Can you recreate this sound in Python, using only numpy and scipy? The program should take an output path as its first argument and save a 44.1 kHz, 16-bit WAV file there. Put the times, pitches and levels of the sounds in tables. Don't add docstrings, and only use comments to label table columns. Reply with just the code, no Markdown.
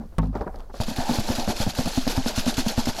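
import sys
import numpy as np
from scipy import signal
from scipy.fft import rfft, irfft, next_fast_len
from scipy.io import wavfile
from scipy.ndimage import uniform_filter1d, map_coordinates

SR = 44100
rng = np.random.default_rng(int(sys.argv[2]) if len(sys.argv) > 2 else 0)


def rack_gain(trim_db):
    fader = np.asarray(trim_db, float)
    return 10 ** (fader / 20)


def generate_wav(signal):
    frames = np.transpose(np.atleast_2d(signal))
    scaled = np.clip(frames, -1, 1) * 32767
    pcm = np.round(scaled).astype(np.int16)
    wavfile.write(sys.argv[1], SR, pcm)


N = 132300


def unit(x):
    return x / np.sqrt(np.mean(x ** 2) + 1e-20)


def noise():
    return rng.standard_normal(N)


def filtered(x, response):
    m = next_fast_len(N + SR // 2)
    return irfft(rfft(x, m) * response(np.fft.rfftfreq(m, 1 / SR)), m)[:N]


def coloured(x, points):
    f, v = np.transpose(points)
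    return unit(filtered(x, lambda hz: rack_gain(np.interp(np.log(hz + 1), np.log(f + 1), v))))


def wobble(rate):
    return map_coordinates(rng.standard_normal(400), [np.arange(N) * rate / SR])


def swells(rows, axis, rise=0.89, shape=1.4):
    power, t = np.zeros(N), np.arange(N) / SR
    for row in rows:
        centre, length = row[:2]
        near = slice(max(0, int((centre - 2 * length) * SR)), int((centre + 2 * length) * SR))
        u = 2 * (t[near] - centre) / length
        power[near] += rack_gain(2 * row[axis]) * np.exp(-np.abs(np.where(u < 0, u / rise, u)) ** shape)
    return np.sqrt(power)


def grains(count, lo_hz, hi_hz, cycles, spread_db, size):
    u = rng.random((count, 4))
    hz, k = lo_hz + (hi_hz - lo_hz) * u[:, 1:2], np.arange(size)
    gain = rack_gain(-spread_db * np.log(u[:, 2:3] + 1 / 100)) * np.sqrt(hz)
    life = hz * k / SR / (cycles * (.5 + u[:, 3:]))
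    wave = gain * np.sin(2 * np.pi * hz * k / SR) * np.sqrt(life) * np.exp(-life)
    places = (u[:, :1] * N).astype(int) + k
    return unit(np.bincount(places.ravel(), wave.ravel(), N + size)[:N])


def ring(s, modes, sag=0):
    attack_s, sag_s = .0003, 0.077
    out, start = np.zeros(N), int(s * SR)
    t = np.arange(min(N - start, int(max(m[2] for m in modes) * SR))) / SR
    bent = t + sag * sag_s * (1 - np.exp(-t / sag_s))
    tone = sum(rack_gain(db - 60 * t / t60) * np.sin(2 * np.pi * hz * bent) for hz, db, t60 in modes)
    out[start:][:len(t)] = (1 - np.exp(-t / attack_s)) * tone
    return out


# (time [s], peak level [dB], bucket note [Hz], thud level [dB])
KNOCKS = [(0.8023, -19, 217, -12), (0.8826, -19.5, 231, -42), (0.9851, -17.5, 246, -17),
          (1.0939, -13, 244, -36), (1.1862, -15.5, 218, -11.5), (1.289, -20.5, 228.4, -48),
          (1.3844, -19.5, 238, -21.5), (1.477, -18, 219.4, -37), (1.603, -21, 212, -14.5),
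          (1.6659, -15, 238.3, -27.5), (1.788, -14, 252.3, -15), (1.8591, -19, 228, -30),
          (1.976, -13, 258, -13.5), (2.0682, -18, 230, -34), (2.1779, -12, 257.4, -10),
          (2.261, -16, 242.3, -30), (2.3783, -16, 240.4, -13), (2.465, -15.5, 252, -29),
          (2.5813, -14, 257, -16), (2.664, -16, 227, -23), (2.7788, -13, 237.3, -9),
          (2.8715, -15.5, 253, -43)]
# (time [s], peak level [dB], thud level [dB])
REBOUNDS = [
    (0.9103, -24.5, -34),
    (1.1103, -20.5, -34),
    (1.3009, -18, -14.5),
    (1.4874, -20, -16),
    (1.676, -18, -13),
    (1.871, -22, -22),
    (2.076, -13.5, -31),
    (2.477, -15.5, -29),
    (2.8837, -21.5, -17),
]
# (multiple of its note, level [dB], t60 [s])
BUCKET_MODES = [(1, 0, 0.1), (2.3, -6.5, 0.017), (2.9, -18, 0.15), (3.5, -31, 0.056)]
# (frequency [Hz], density [dB per Hz])
CHATTER = [(60, -48), (150, 8.5), (245, 3.5), (300, 2.5), (380, -67), (2500, -97)]
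# (frequency [Hz], density [dB per Hz])
RIM_SLAP = [(250, -12), (550, 2), (1100, -8), (1800, -29.5), (4000, -53)]


def bucket():
    hits = KNOCKS + [(s, db, 238, thud_db) for s, db, thud_db in REBOUNDS]
    ringing, blows = np.zeros(N), np.zeros(N)
    vary = rng.standard_normal((len(hits), 2, len(BUCKET_MODES)))
    vary = vary * (np.arange(len(BUCKET_MODES)) > 0)
    for (s, db, note_hz, thud_db), (detune, uneven) in zip(hits, vary):
        modes = [(note_hz * k * (1 + 0.076 * d), db - 1 + level + 0.68 * e, t60)
                 for (k, level, t60), d, e in zip(BUCKET_MODES, detune, uneven)]
        thud = (111, thud_db + 1.5, 0.036)
        ringing += ring(s, modes + [thud])
        blows[int(s * SR)] = rack_gain(db)

    t = np.arange(SR // 4) / SR
    contact_s = .0007
    rap = signal.fftconvolve(blows, rack_gain(-5) * np.hanning(int(contact_s * SR) + 2))[:N]
    slap = signal.fftconvolve(blows, rack_gain(-9.5 - 60 * t / .025))[:N] * coloured(noise(), RIM_SLAP)
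    shake = signal.fftconvolve(blows, (1 - np.exp(-t / 0.0062)) * rack_gain(-4 - 60 * t / 0.069))[:N]
    chatter = shake * coloured(noise(), CHATTER)
    return ringing + rap + slap + chatter + stroke_air()


def stroke_air():
    sway_hz, wide_hz, lag_s, uneven = 8.4, 4.6, 0.017, 0.34
    push = np.zeros(N)
    push[[int((r[0] + lag_s) * SR) for r in KNOCKS]] = -1 - uneven * (-1) ** np.arange(len(KNOCKS))
    sway = filtered(push, lambda f: 1j * f / (sway_hz ** 2 - f * f + 1j * f * wide_hz) / (1 + (f / 18) ** 2))
    return rack_gain(-31) * unit(sway)


# (centre [s], length [s], clink level [dB], clunk level [dB])
SLIDES = [(.77, 0.055, -47.5, -66), (.815, 0.021, -34, -28), (.85, 0.0069, -52, -62),
          (.9, 0.064, -35.5, -37), (1.0, 0.058, -35.5, -30.5), (1.055, 0.07, -64, -50),
          (1.127, 0.11, -32, -32), (1.2, 0.014, -33, -31), (1.3, 0.077, -33, -28.5),
          (1.398, 0.061, -35.5, -31), (1.5, 0.041, -30, -27), (1.606, 0.072, -30, -31),
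          (1.697, 0.033, -33, -40.5), (1.8, 0.067, -32, -33.5), (1.884, 0.028, -32.5, -34),
          (1.965, 0.14, -34.5, -42), (2.11, 0.038, -29, -35.5), (2.17, 0.077, -37, -35.5),
          (2.285, 0.045, -29, -32), (2.39, 0.05, -29.5, -36.5), (2.492, 0.039, -28, -32),
          (2.596, 0.039, -27.5, -33), (2.69, 0.056, -32, -33), (2.797, 0.044, -31, -31),
          (2.888, 0.034, -31.5, -33), (2.99, 0.051, -35, -35)]
# (time [s], peak level [dB])
SLAMS = [(0.8063, -34), (0.8338, -21.5), (0.8692, -31), (0.8971, -41), (0.961, -21.5), (1.1969, -20),
         (1.2383, -24), (1.3511, -17), (1.3576, -17), (1.395, -19), (1.4429, -25), (1.4838, -30),
         (1.564, -20), (1.5885, -31), (1.6893, -29), (1.7497, -20), (1.7721, -28.5), (1.856, -19),
         (1.8784, -24), (1.947, -22.5), (2.0764, -15), (2.1637, -18), (2.2435, -33), (2.2565, -26.5),
         (2.2735, -27), (2.3593, -18.5), (2.4568, -19.5), (2.4825, -26), (2.5399, -21), (2.5693, -15),
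         (2.6626, -39), (2.6811, -22), (2.6816, -15), (2.855, -18), (2.8821, -22), (2.971, -36)]
# (time [s], level [dB])
TRICKLE = [
    (.72, -71),
    (.82, -55),
    (1.1, -38),
    (1.7, -43.5),
    (2.3, -39.5),
    (3, -40),
]
# (frequency [Hz], density [dB per Hz])
CLINK = [(760, -2.5), (1550, 3.5), (1930, -2.5), (4510, 3), (7290, -4), (8350, -12), (13200, -14.5),
         (14000, -22), (15800, -21)]
# (frequency [Hz], density [dB per Hz])
CLUNK = [(120, 2), (220, 21.5), (330, 8), (409, 1.5), (653, 7.5), (883, 6), (1120, -7.5), (1550, -14.5),
         (1910, -7), (2200, -7), (2860, -104)]
# (frequency [Hz], width [Hz], lift [dB])
MESH = [(2547, 35, 6.5), (4300, 65, 6), (10500, 1630, 6.5), (12850, 510, 7)]


def mesh_lift(f):
    return 1 + sum((rack_gain(db) - 1) * 1j * f * w / (c * c - f * f + 1j * f * w) for c, w, db in MESH)


def charcoal():
    t = np.arange(N) / SR
    lumps = grains(28000, 1200, 16000, cycles=4, spread_db=2, size=140) + .6 * noise()
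    clink = coloured(filtered(lumps, mesh_lift), CLINK)
    clunk = coloured(grains(3500, 330, 1800, cycles=2.2, spread_db=2.5, size=500) + .6 * noise(), CLUNK)
    fines = coloured(grains(16000, 1200, 16000, cycles=3.5, spread_db=2, size=120) + .6 * noise(), CLINK)

    s, db = np.transpose(TRICKLE)
    flow = rack_gain(np.interp(t, s, db))
    jostle = rack_gain(1.1 * wobble(50))
    rise_s, slam_db, slam_t60 = .0015, -11, 0.071
    slam_power = sum(np.clip((t - s) / rise_s, 0, 1) * rack_gain(2 * (db + slam_db - 60 * np.abs(t - s) / slam_t60))
                     for s, db in SLAMS)
    slide_power = swells(SLIDES, axis=2, rise=0.83, shape=2.13) ** 2 * rack_gain(-1.5)
    clink_gain = np.sqrt(slide_power + slam_power)
    clunk_gain = swells(SLIDES, axis=3, rise=0.52, shape=1.39) + 0.44 * flow
    return jostle * (clink_gain * clink + clunk_gain * clunk) + flow * fines


# (centre [s], length [s], frequency [Hz], level [dB])
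RATTLES = [
    (1, .05, 747, -36.5),
    (1.009, 0.06, 1630, -38.5),
    (1.05, .08, 830, -44),
    (1.093, 0.061, 830, -35),
    (1.157, 0.049, 880, -39),
]


def rattle():
    width = .22
    knocks = grains(6000, 500, 2000, cycles=1.5, spread_db=2, size=200)

    def band(c):
        return unit(filtered(knocks, lambda f: (1j * f * c / (c * c - f * f + 1j * f * c * width)) ** 2))

    return sum(swells([r], axis=3) * band(r[2]) for r in RATTLES)


# (frequency [Hz], level [dB], t60 [s])
TUB_MODES = [(48.3, -2.5, 0.84), (99.4, -11, 0.96), (155.3, -2.5, 0.37), (200, -13.5, 0.66),
             (248.3, -14, 1), (464, -10, 0.076), (715, -33, .08), (850, -14, 0.17), (1025, -11.5, 0.082)]


def tub_drop():
    t = np.arange(N) / SR
    drop_s, grip_hz = .1838, 130
    low = ring(drop_s, [m for m in TUB_MODES if m[0] <= grip_hz], sag=0.087)
    wall = ring(drop_s, [m for m in TUB_MODES if m[0] > grip_hz], sag=0.087)
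    grip = rack_gain(-60 * np.clip(t - .315, 0, None) / .05)
    waver = rack_gain(2.5 * wobble(40.3))
    settling = rack_gain(-15 - 60 * np.clip(t - .42, 0, None) / .07)
    boom = (low + grip * waver * wall) * settling

    slap = coloured(noise(), [(200, 13), (800, 12.0), (2200, -0.5), (5000, -28), (15800, -39)])
    snap = coloured(noise(), [(1500, -17), (3000, -1), (6000, -6), (11000, -13), (15800, -30)])
    since = np.abs(t - drop_s)
    crack = (t > drop_s) * (rack_gain(-18.5 - 60 * since / 0.059) * slap + rack_gain(-26.5 - 60 * since / 0.017) * snap)
    return boom + crack


# (time [s], peak level [dB], note [Hz])
TAPS = [(0.232, -25, 870), (0.293, -38, 720), (0.332, -35, 420), (0.343, -24, 584), (0.353, -22, 628),
        (0.413, -16, 533), (0.466, -28, 890), (0.478, -16, 657), (0.529, -34, 694), (0.544, -20.5, 554),
        (0.599, -31, 536), (0.699, -32, 533), (0.743, -19.5, 472)]
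# (multiple of its note, level [dB], t60 [s])
TAP_MODES = [(1, -9.5, 0.04), (1.45, -11, 0.032), (2.2, -16.5, 0.018), (.6, -26.5, 0.071)]
# (time [s], modes (frequency [Hz], level [dB], t60 [s]))
BUMPS = [
    (0.001, [(225, -28.5, 0.2)]),
    (0.4102, [(61.4, -21, 0.064), (169, -33.5, 0.13)]),
    (0.745, [(190, -34, 0.061)]),
]


def taps():
    hard = sum(ring(s, [(hz * k, db + level, t60) for k, level, t60 in TAP_MODES]) for s, db, hz in TAPS)
    return hard + sum(ring(s, modes) for s, modes in BUMPS)


# (centre [s], length [s], scuff level [dB], grit level [dB])
SCUFFS = [(0, 0.046, -40, -67), (.231, 0.034, -34.5, -57.5), (.27, 0.11, -54, -78), (.354, 0.019, -26, -51),
          (.366, 0.056, -32.5, -57.5), (.411, 0.028, -27.5, -55), (.466, 0.035, -32, -75),
          (.543, 0.1, -43.5, -65.5), (.598, 0.033, -41.5, -61), (.335, 0.069, -43.5, -67),
          (.699, 0.014, -36, -70), (.743, 0.032, -35.5, -66), (.125, 0.044, -49, -75)]
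# (time [s], peak level [dB])
TICKS = [(.22, -42), (.233, -48), (0.2578, -41), (0.354, -44), (.478, -46), (.588, -40), (.605, -38),
         (0.272, -44), (0.5593, -38), (0.5966, -45)]
# (frequency [Hz], density [dB per Hz])
SCUFF = [(60, -13), (200, 5.5), (325, -2.5), (420, 1), (800, -2.5), (1440, -14.5), (2470, -30.5),
         (6600, -120)]
# (frequency [Hz], density [dB per Hz])
GRIT = [(1500, -42), (2500, 5), (5000, 4.5), (9000, -8), (15800, -9)]
# (centre [s], length [s], level [dB])
FADING = [
    (.02, .08, -41.5),
]


def scuffs():
    t = np.arange(N) / SR
    scuff = coloured(grains(5000, 150, 2500, cycles=1.8, spread_db=2, size=400) + .5 * noise(), SCUFF)
    grit = coloured(grains(6000, 1500, 16000, cycles=1.2, spread_db=3, size=60) + .6 * noise(), GRIT)
    flicks = sum((t > s) * rack_gain(db - 8 - 60 * np.abs(t - s) / .008) for s, db in TICKS)
    ticks = flicks * coloured(noise(), GRIT)
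    rub = swells(SCUFFS, axis=2, rise=.12, shape=1.3) * scuff
    crunch = swells(SCUFFS, axis=3, rise=.2, shape=1.3) * grit
    rumble = swells(FADING, axis=2, shape=7.0) * coloured(noise(), CHATTER)
    return rub + crunch + ticks + rumble


# (frequency [Hz], density [dB per Hz])
AIR = [(12, -21), (20, 16), (41, 5), (172, -19), (554, -26.5), (1690, -41), (2120, -45), (2880, -50.5),
       (15800, -47)]


def outdoor_air():
    return rack_gain(-37.5 + 1.1 * wobble(5.8)) * coloured(noise(), AIR)


def scene():
    sieving = bucket() + charcoal() + rattle()
    return (sieving + tub_drop() + taps() + scuffs() + outdoor_air())[None]


def band_limit(x):
    return signal.sosfilt(signal.butter(12, 16010, fs=SR, output="sos"), x)


# (from [Hz], to [Hz], rarity)
STARVED = [
    (13900, 14500, .1),
    (14500, 15200, .6),
    (15200, 15900, .4),
]


def record(dry):
    limit, knee = .27, 6
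    soft = dry[0] / (1 + np.abs(dry[0] / limit) ** knee) ** (1 / knee)
    out = filtered(soft, lambda hz: (hz < 15830) * (hz > 4) * rack_gain(-3 * (hz > 13900)))
    busy_s, drops_per_s = 1.25, 11
    busy, strain = np.arange(N) > busy_s * SR, wobble(drops_per_s)
    for lo_hz, hi_hz, rarity in STARVED:
        off = busy * (strain + wobble(drops_per_s) / 2 > rarity)
        fade = uniform_filter1d(uniform_filter1d(off * 1.0, size=300), size=300)
        out = out - fade * filtered(out, lambda hz: (hz > lo_hz) * (hz <= hi_hz))
    return band_limit(out[None])


dry = scene()
out = record(dry)
generate_wav(out)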